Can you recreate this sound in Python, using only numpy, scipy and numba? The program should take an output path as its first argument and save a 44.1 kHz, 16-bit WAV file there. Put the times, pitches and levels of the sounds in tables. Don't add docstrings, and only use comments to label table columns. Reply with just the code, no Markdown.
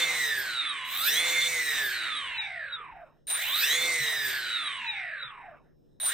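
import sys
import numpy as np
from scipy import signal
from scipy.fft import rfft, irfft
from scipy.io import wavfile
from scipy.ndimage import map_coordinates
from numba import njit

SR = 44100
rng = np.random.default_rng(int(sys.argv[2]) if len(sys.argv) > 2 else 0)


def voltage_ratio(decibels):
    exponent = np.asarray(decibels, float) / 20
    return 10 ** exponent


def bounce(signal):
    frames = np.transpose(np.atleast_2d(signal))
    limited = np.clip(frames, -1, 1)
    pcm = np.round(limited * 32767).astype(np.int16)
    wavfile.write(sys.argv[1], SR, pcm)


N = 270333
HOP = 32
TIME = np.arange(N // HOP + 2) * HOP / SR
TOP_HZ = 162
SWITCH_HZ = 9135


def fine(control):
    return np.interp(np.arange(N) / SR, TIME, control)


def walk(rate):
    count = int(N / SR * rate) + 3
    return np.interp(TIME, np.arange(count) / rate, 1.2 * rng.standard_normal(count))


def band(x, low_hz, high_hz):
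    sos = signal.butter(4, [low_hz, high_hz], "bandpass", fs=SR, output="sos")
    y = signal.sosfilt(sos, x)
    return y / np.std(y)


def colour(x, points, rings=()):
    hz = np.arange(1, 8194) * SR / 16384
    point_hz, point_db = np.array(points).T
    gain = voltage_ratio(np.interp(np.log(hz), np.log(point_hz), point_db))
    for ring_hz, width_hz, db in rings:
        gain = gain * (1 + (voltage_ratio(db) - 1) / (1 + (2 * (hz - ring_hz) / width_hz) ** 2))
    cepstrum = irfft(np.log(np.abs(gain) + 1e-9))
    cepstrum[1:8192] *= 2
    cepstrum[8193:] = 0
    response = irfft(np.exp(rfft(cepstrum)))
    return signal.fftconvolve(x, response[None], axes=1)[:, :N]


@njit
def add(out, hz, size, left, turn, skew):
    for i in range(out.shape[1]):
        k, part = i // HOP, i % HOP / HOP
        turn += 2 * np.pi * (hz[k] + part * (hz[k + 1] - hz[k])) / SR
        gain = size[k] + part * (size[k + 1] - size[k])
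        out[0, i] += gain * left * np.sin(turn + skew)
        out[1, i] += gain / left * np.sin(turn)


# (frequency [Hz], level [dB per Hz])
ROOM = [(15, -24), (25, -10.5), (69, -21), (155, -20.5), (363, -21.5), (430, -25), (489, -23.5), (763, -39),
        (4000, -81), (5200, -103), (8800, -120)]


def room_air(speed):
    shared = rng.standard_normal(N) * np.array([[1], [-1]])
    air = colour(rng.standard_normal((2, N)) + 0.5 * shared, ROOM)
    duck_db = -7 * np.clip((speed - 32) / 10, 0, 1)
    return air * fine(voltage_ratio(-63.5 + duck_db + 1.1 * walk(4.5))) / np.std(air)


# (frequency [Hz], level [dB])
HUM = [(150.7, -72.5), (4797, -105), (5098, -98), (5254, -99), (5399, -94), (5696, -106.5), (6298, -102),
       (6595, -107)]


def hum():
    out = np.zeros((2, N))
    for hz, db in HUM:
        add(out, hz + 0 * TIME, np.sqrt(2) * voltage_ratio(db + 1.0 * walk(27)), 1., 0., .3)
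    return out


# (time [s], level [dB], frequency [Hz])
BUMPS = [
    (0.019, -68, 167),
    (0.35, -50, 121),
    (1.449, -67, 38.7),
    (2.917, -48, 43.4),
    (3.999, -34.5, 137.4),
    (5.247, -47.5, 130),
    (5.719, -63, 51.04),
]


def bumps():
    out = np.zeros(N)
    for start_s, db, hz in BUMPS:
        age = np.maximum(np.arange(N) / SR - start_s, 0)
        swell = np.e * age / 0.036 * np.exp(-age / 0.013)
        out += voltage_ratio(db) * swell * np.sin(2 * np.pi * hz * age)
    return out


def floor_shake(speed):
    db = -62 + 4.9 * np.log2(speed / TOP_HZ) + 2 * walk(0.7)
    return fine(voltage_ratio(db)) * band(rng.standard_normal((2, N)), 30, 140)


def surge(speed):
    return np.exp(-((speed - 119.6) / 11.6) ** 2)


# (time [s], speed asked for [Hz])
STICK = [
    [(0, 162), (.041, 162), (.211, 146.8), (.399, 121.8), (.725, 78), (.894, 78.8), (1.014, 101.6),
     (1.024, 162), (1.474, 162), (1.751, 137.4), (1.993, 105.8)],
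    [(3.27, 162), (3.865, 162), (4.499, 106.5), (4.687, 81.7)],
    [(6.0, 162), (6.2, 162)],
]


def rotor():
    friction_hz_s, drag_per_s = 56.9, .556
    push_hz_s, kick_hz_s, kick_under_hz, surge_hz_s = 281, 160, 25, 244
    follow_s, rest_hz = .029, 2
    asked = sum(np.interp(TIME, *np.transpose(rows), left=0, right=0) for rows in STICK)
    speed, now = np.empty(len(TIME)), TOP_HZ
    for i, goal in enumerate(asked):
        speed[i] = now
        pull = push_hz_s + kick_hz_s * np.exp(-now / kick_under_hz) + surge_hz_s * surge(now)
        slowing = -friction_hz_s - drag_per_s * now
        climb = min(max((goal - now) / follow_s, slowing), pull)
        now = max(now + climb * HOP / SR, rest_hz)
    return speed


# (time [s], switching whistle level [dB])
STARTS = [
    (3.269, -20.5),
    (6.001, -19),
]


def current(speed):
    hold_hz_s, full_hz_s, ease_off = 208, 320, 6.3
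    align_s, align_db, onset_db, onset_s = .031, -7, -12, .005
    climb = np.gradient(speed, TIME)
    hold = hold_hz_s * (speed / TOP_HZ) ** 1.2 * (speed > 70)
    effort = hold + climb * np.where(climb < 0, ease_off, 1)
    db = 20 * np.log10(np.maximum(effort / full_hz_s, 1e-3))
    for start_s, _ in STARTS:
        aligning = (TIME > start_s) * (TIME < start_s + align_s)
        db = db + (align_db + onset_db * np.exp(-np.abs(TIME - start_s) / onset_s)) * aligning
    return db


def switching(speed):
    db = np.full(len(TIME), -120.)
    for start_s, top_db in STARTS:
        rise_db = -12 * np.clip(1 - (TIME - start_s) / 0.062, 0, 1)
        fade_db = 1.627 * np.maximum(speed - 34, 0)
        starting = (TIME > start_s) & (TIME < start_s + .5)
        db = np.where(starting, top_db + rise_db - fade_db, db)
    return db


# (frequency [Hz], level [dB])
WIDE = [(100, 4.5), (400, -5), (2000, -11.5), (4000, -9.5), (7000, -0.5), (15000, -8)]
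# (from [Hz], to [Hz], level [dB], knee speed [Hz],
# loss under the knee [dB per octave], buzz at full current [dB])
RUSTLE = [(120, 540, -37, 90, 29, -46.5), (602, 1300, -27.5, 111, 24.5, -42),
          (680, 1870, -55.5, 9, 12, -58.5), (1404, 2600, -33, 39, 20, -39),
          (2798.1, 3900, -33, 65, 38.5, -37.5), (3550, 4114, -49, 53, 24.5, -35.5),
          (4280, 8500, -18, 109.2, 49.5, -35), (7820, 8400, -61.5, 50, 18.5, -55),
          (9650, 11000, -46.5, 130, 37.5, -35.5), (13000, 16000, -26, 138, 49, -36.5)]


def rustle(speed, current_db):
    throb = 1 + 0.24 * np.sin(2 * np.pi * np.cumsum(fine(speed)) / SR)
    grit = voltage_ratio(1.85 * np.repeat(rng.standard_normal(N // 32 + 1), 32)[:N]) * throb
    noise = grit * rng.standard_normal((2, N))
    noise = noise[0] + colour(noise[1:], WIDE) * np.array([[1.3], [-1.3]])
    full_on = np.clip((speed - 155) / 5, 0, 1) * np.minimum(voltage_ratio(current_db + 10), 1)
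    buzz_loss_db = np.minimum(.88 * current_db, .5 * current_db)
    out = 0
    for low, high, db, knee, loss_db, buzz_db in RUSTLE:
        spin = voltage_ratio(db - loss_db * np.log2(1 + (knee / speed) ** 2) / 2)
        buzz = voltage_ratio(buzz_db + buzz_loss_db)
        hush_db = (low > 12000) * -12 * full_on
        size = np.hypot(spin, buzz) * voltage_ratio(hush_db + 2.2 * walk(14))
        out = out + fine(size) * band(noise, low, high)
    return out


def bell_db(hz):
    valleys = 17 * np.exp(-((hz - 6200) / 2100) ** 4) + 11 * np.exp(-((hz - 11300) / 1600) ** 4)
    return 15 / (1 + ((hz - 3800) / 260) ** 2) - np.maximum(3500 - hz, 0) / 30 - valleys


# (from [shaft multiple], to [shaft multiple], level at top speed [dB],
# loss [dB per octave of speed])
RACES = [(10.64, 15.5, -49, -3), (22, 45, -43.5, 4), (32.4, 43, -50.5, 3), (45, 95, -59.5, -4),
         (96, 102, -47, 8.5)]


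def races(speed):
    place = 2 * np.cumsum(fine(speed)) / TOP_HZ
    stall_db = 30 * np.log10(1 + (9 / speed) ** 2)
    out = 0
    for low, high, db, loss_db in RACES:
        track = band(rng.standard_normal(2 * N), low * TOP_HZ / 2, high * TOP_HZ / 2)
        ring_db = (low > 80) * bell_db((low + high) / 2 * speed)
        size = voltage_ratio(db + loss_db * np.log2(speed / TOP_HZ) - stall_db + ring_db + 2.5 * walk(20))
        out = out + fine(size) * map_coordinates(track, [place], order=3)
    return signal.sosfilt(signal.butter(4, 620, "highpass", fs=SR, output="sos"), out)


# (shaft multiple [-], level at top speed [dB], loss [dB per octave of speed])
COAST = [(1.005, -42, 12), (2.09, -49, 14), (3.12, -41, 15.5), (9.41, -46, 33), (15.2, -44.5, 9.5),
         (16.18, -43.5, 12), (22.6, -53, 3), (49, -51, 3), (12, -40, 4), (13.06, -30.5, 4.5),
         (14.06, -35.5, 4), (26, -42, 8), (27.15, -46, 8), (28, -42, 3.5), (34, -52, -4), (35.9, -44, -2),
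         (37.12, -38, .5), (39.5, -54, -2), (42.23, -40, 3.5), (56.6, -45, 6), (98.1, -44, 4),
         (60.5, -48, 13), (70.2, -36, 40), (63, -48, 12), (84.3, -49, 17), (91.5, -54, 18.5),
         (94, -48, 16.5), (104, -47, 21.5), (112, -31, 28), (126, -50, 26)]
# (shaft multiple [-], level [dB], loss [dB per octave of speed])
DRIVEN = [(21, -33, 20), (22, -29, 60), (26, -36, 40), (37.12, -44, 0), (42.2, -33, 2), (49, -43, 0),
          (63, -44, 3), (84, -46, 2)]
# (shaft multiple [-], level [dB])
SURGING = [(14, -39), (21, -33), (28, -29)]
# (switching multiple [-], shaft multiple [-], level [dB])
BEATS = [(1, -14, -10.5), (1, 14, -8.5), (2, -28, -48), (2, -42, -40), (2, -56, -46), (2, -70, -46),
         (2, -84, -46)]


def motor_tones(speed, octaves, current_db, switch_db):
    tones = []
    for k, db, loss_db in COAST:
        tones.append((k * speed, db + loss_db * octaves + (k > 50) * bell_db(k * speed)))
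    for k, db, loss_db in DRIVEN:
        tones.append((k * speed, db + current_db + loss_db * octaves))
    for k, db in SURGING:
        tones.append((k * speed, db + current_db + 40 * (surge(speed - 4.0) - 1)))
    for m, k, db in BEATS:
        hz = m * SWITCH_HZ + k * speed
        fade_db = 1.5 * current_db - np.maximum(13000 - hz, 0) / 60
        tones.append((hz, db + (switch_db if m == 1 else fade_db)))
    return tones


# (speed share [-], lateness [s], level [dB], left minus right [dB])
MOTORS = [
    (1, 0, 0, -1),
    (.9935, .03, -10, 1.5),
    (1.004, -.025, -13, -3),
]


def whine(shaft, current_db, switch_db):
    out = np.zeros((2, N))
    for share, late_s, motor_db, pan_db in MOTORS:
        speed = share * np.interp(TIME - late_s, TIME, shaft)
        octaves = np.log2(speed / TOP_HZ)
        speed = speed + .12 * (1 - 2.6 * octaves) * walk(120)
        for hz, db in motor_tones(speed, octaves, current_db, switch_db):
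            slow_db = np.maximum(670 - hz, 0) / 7 * (hz.max() > 1000)
            size = voltage_ratio(db - slow_db + motor_db + 3.0 * walk(28)) * (hz < 17000)
            lean, skew, start = rng.standard_normal(size=3) * min(hz.mean() / 5000, 1)
            add(out, hz, np.sqrt(2) * size, voltage_ratio(pan_db / 2 + 1.5 * lean), 9 * start, skew)
    add(out, SWITCH_HZ + 0 * TIME, voltage_ratio(switch_db), 1.1, 0., .8)
    return out


# (frequency [Hz], level [dB])
FRAME = [(60, -35), (200, -18), (500, -11), (800, -18.5), (1900, -3.5), (2600, -5.5), (3800, -8),
         (5000, -10.5), (7000, -9.5), (9000, -6), (10500, -18), (12300, -5.5), (14000, -7), (15800, -17.5)]
# (frequency [Hz], width [Hz], level over the frame [dB])
RINGS = [(788.4, 144, 2.5), (1804, 330, 1.5), (3547, 44, 9.5), (3821, 156, 14), (5880, 600, 0),
         (8160, 270, 8.5), (8957, 66, 13), (14341, 1000, 11.5)]


def scene():
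    speed = rotor()
    current_db = current(speed)
    room = room_air(speed) + hum() + bumps() + floor_shake(speed)
    bare = rustle(speed, current_db) + races(speed) + whine(speed, current_db, switching(speed))
    motors = colour(bare, FRAME, RINGS)
    motors[0] = np.roll(motors[0], shift=1) * voltage_ratio(-1.51)
    return room + motors


def low_pass(x):
    return signal.sosfilt(signal.butter(12, 16460, fs=SR, output="sos"), x)


def record(dry):
    return low_pass(dry)


dry = scene()
out = record(dry)
bounce(out)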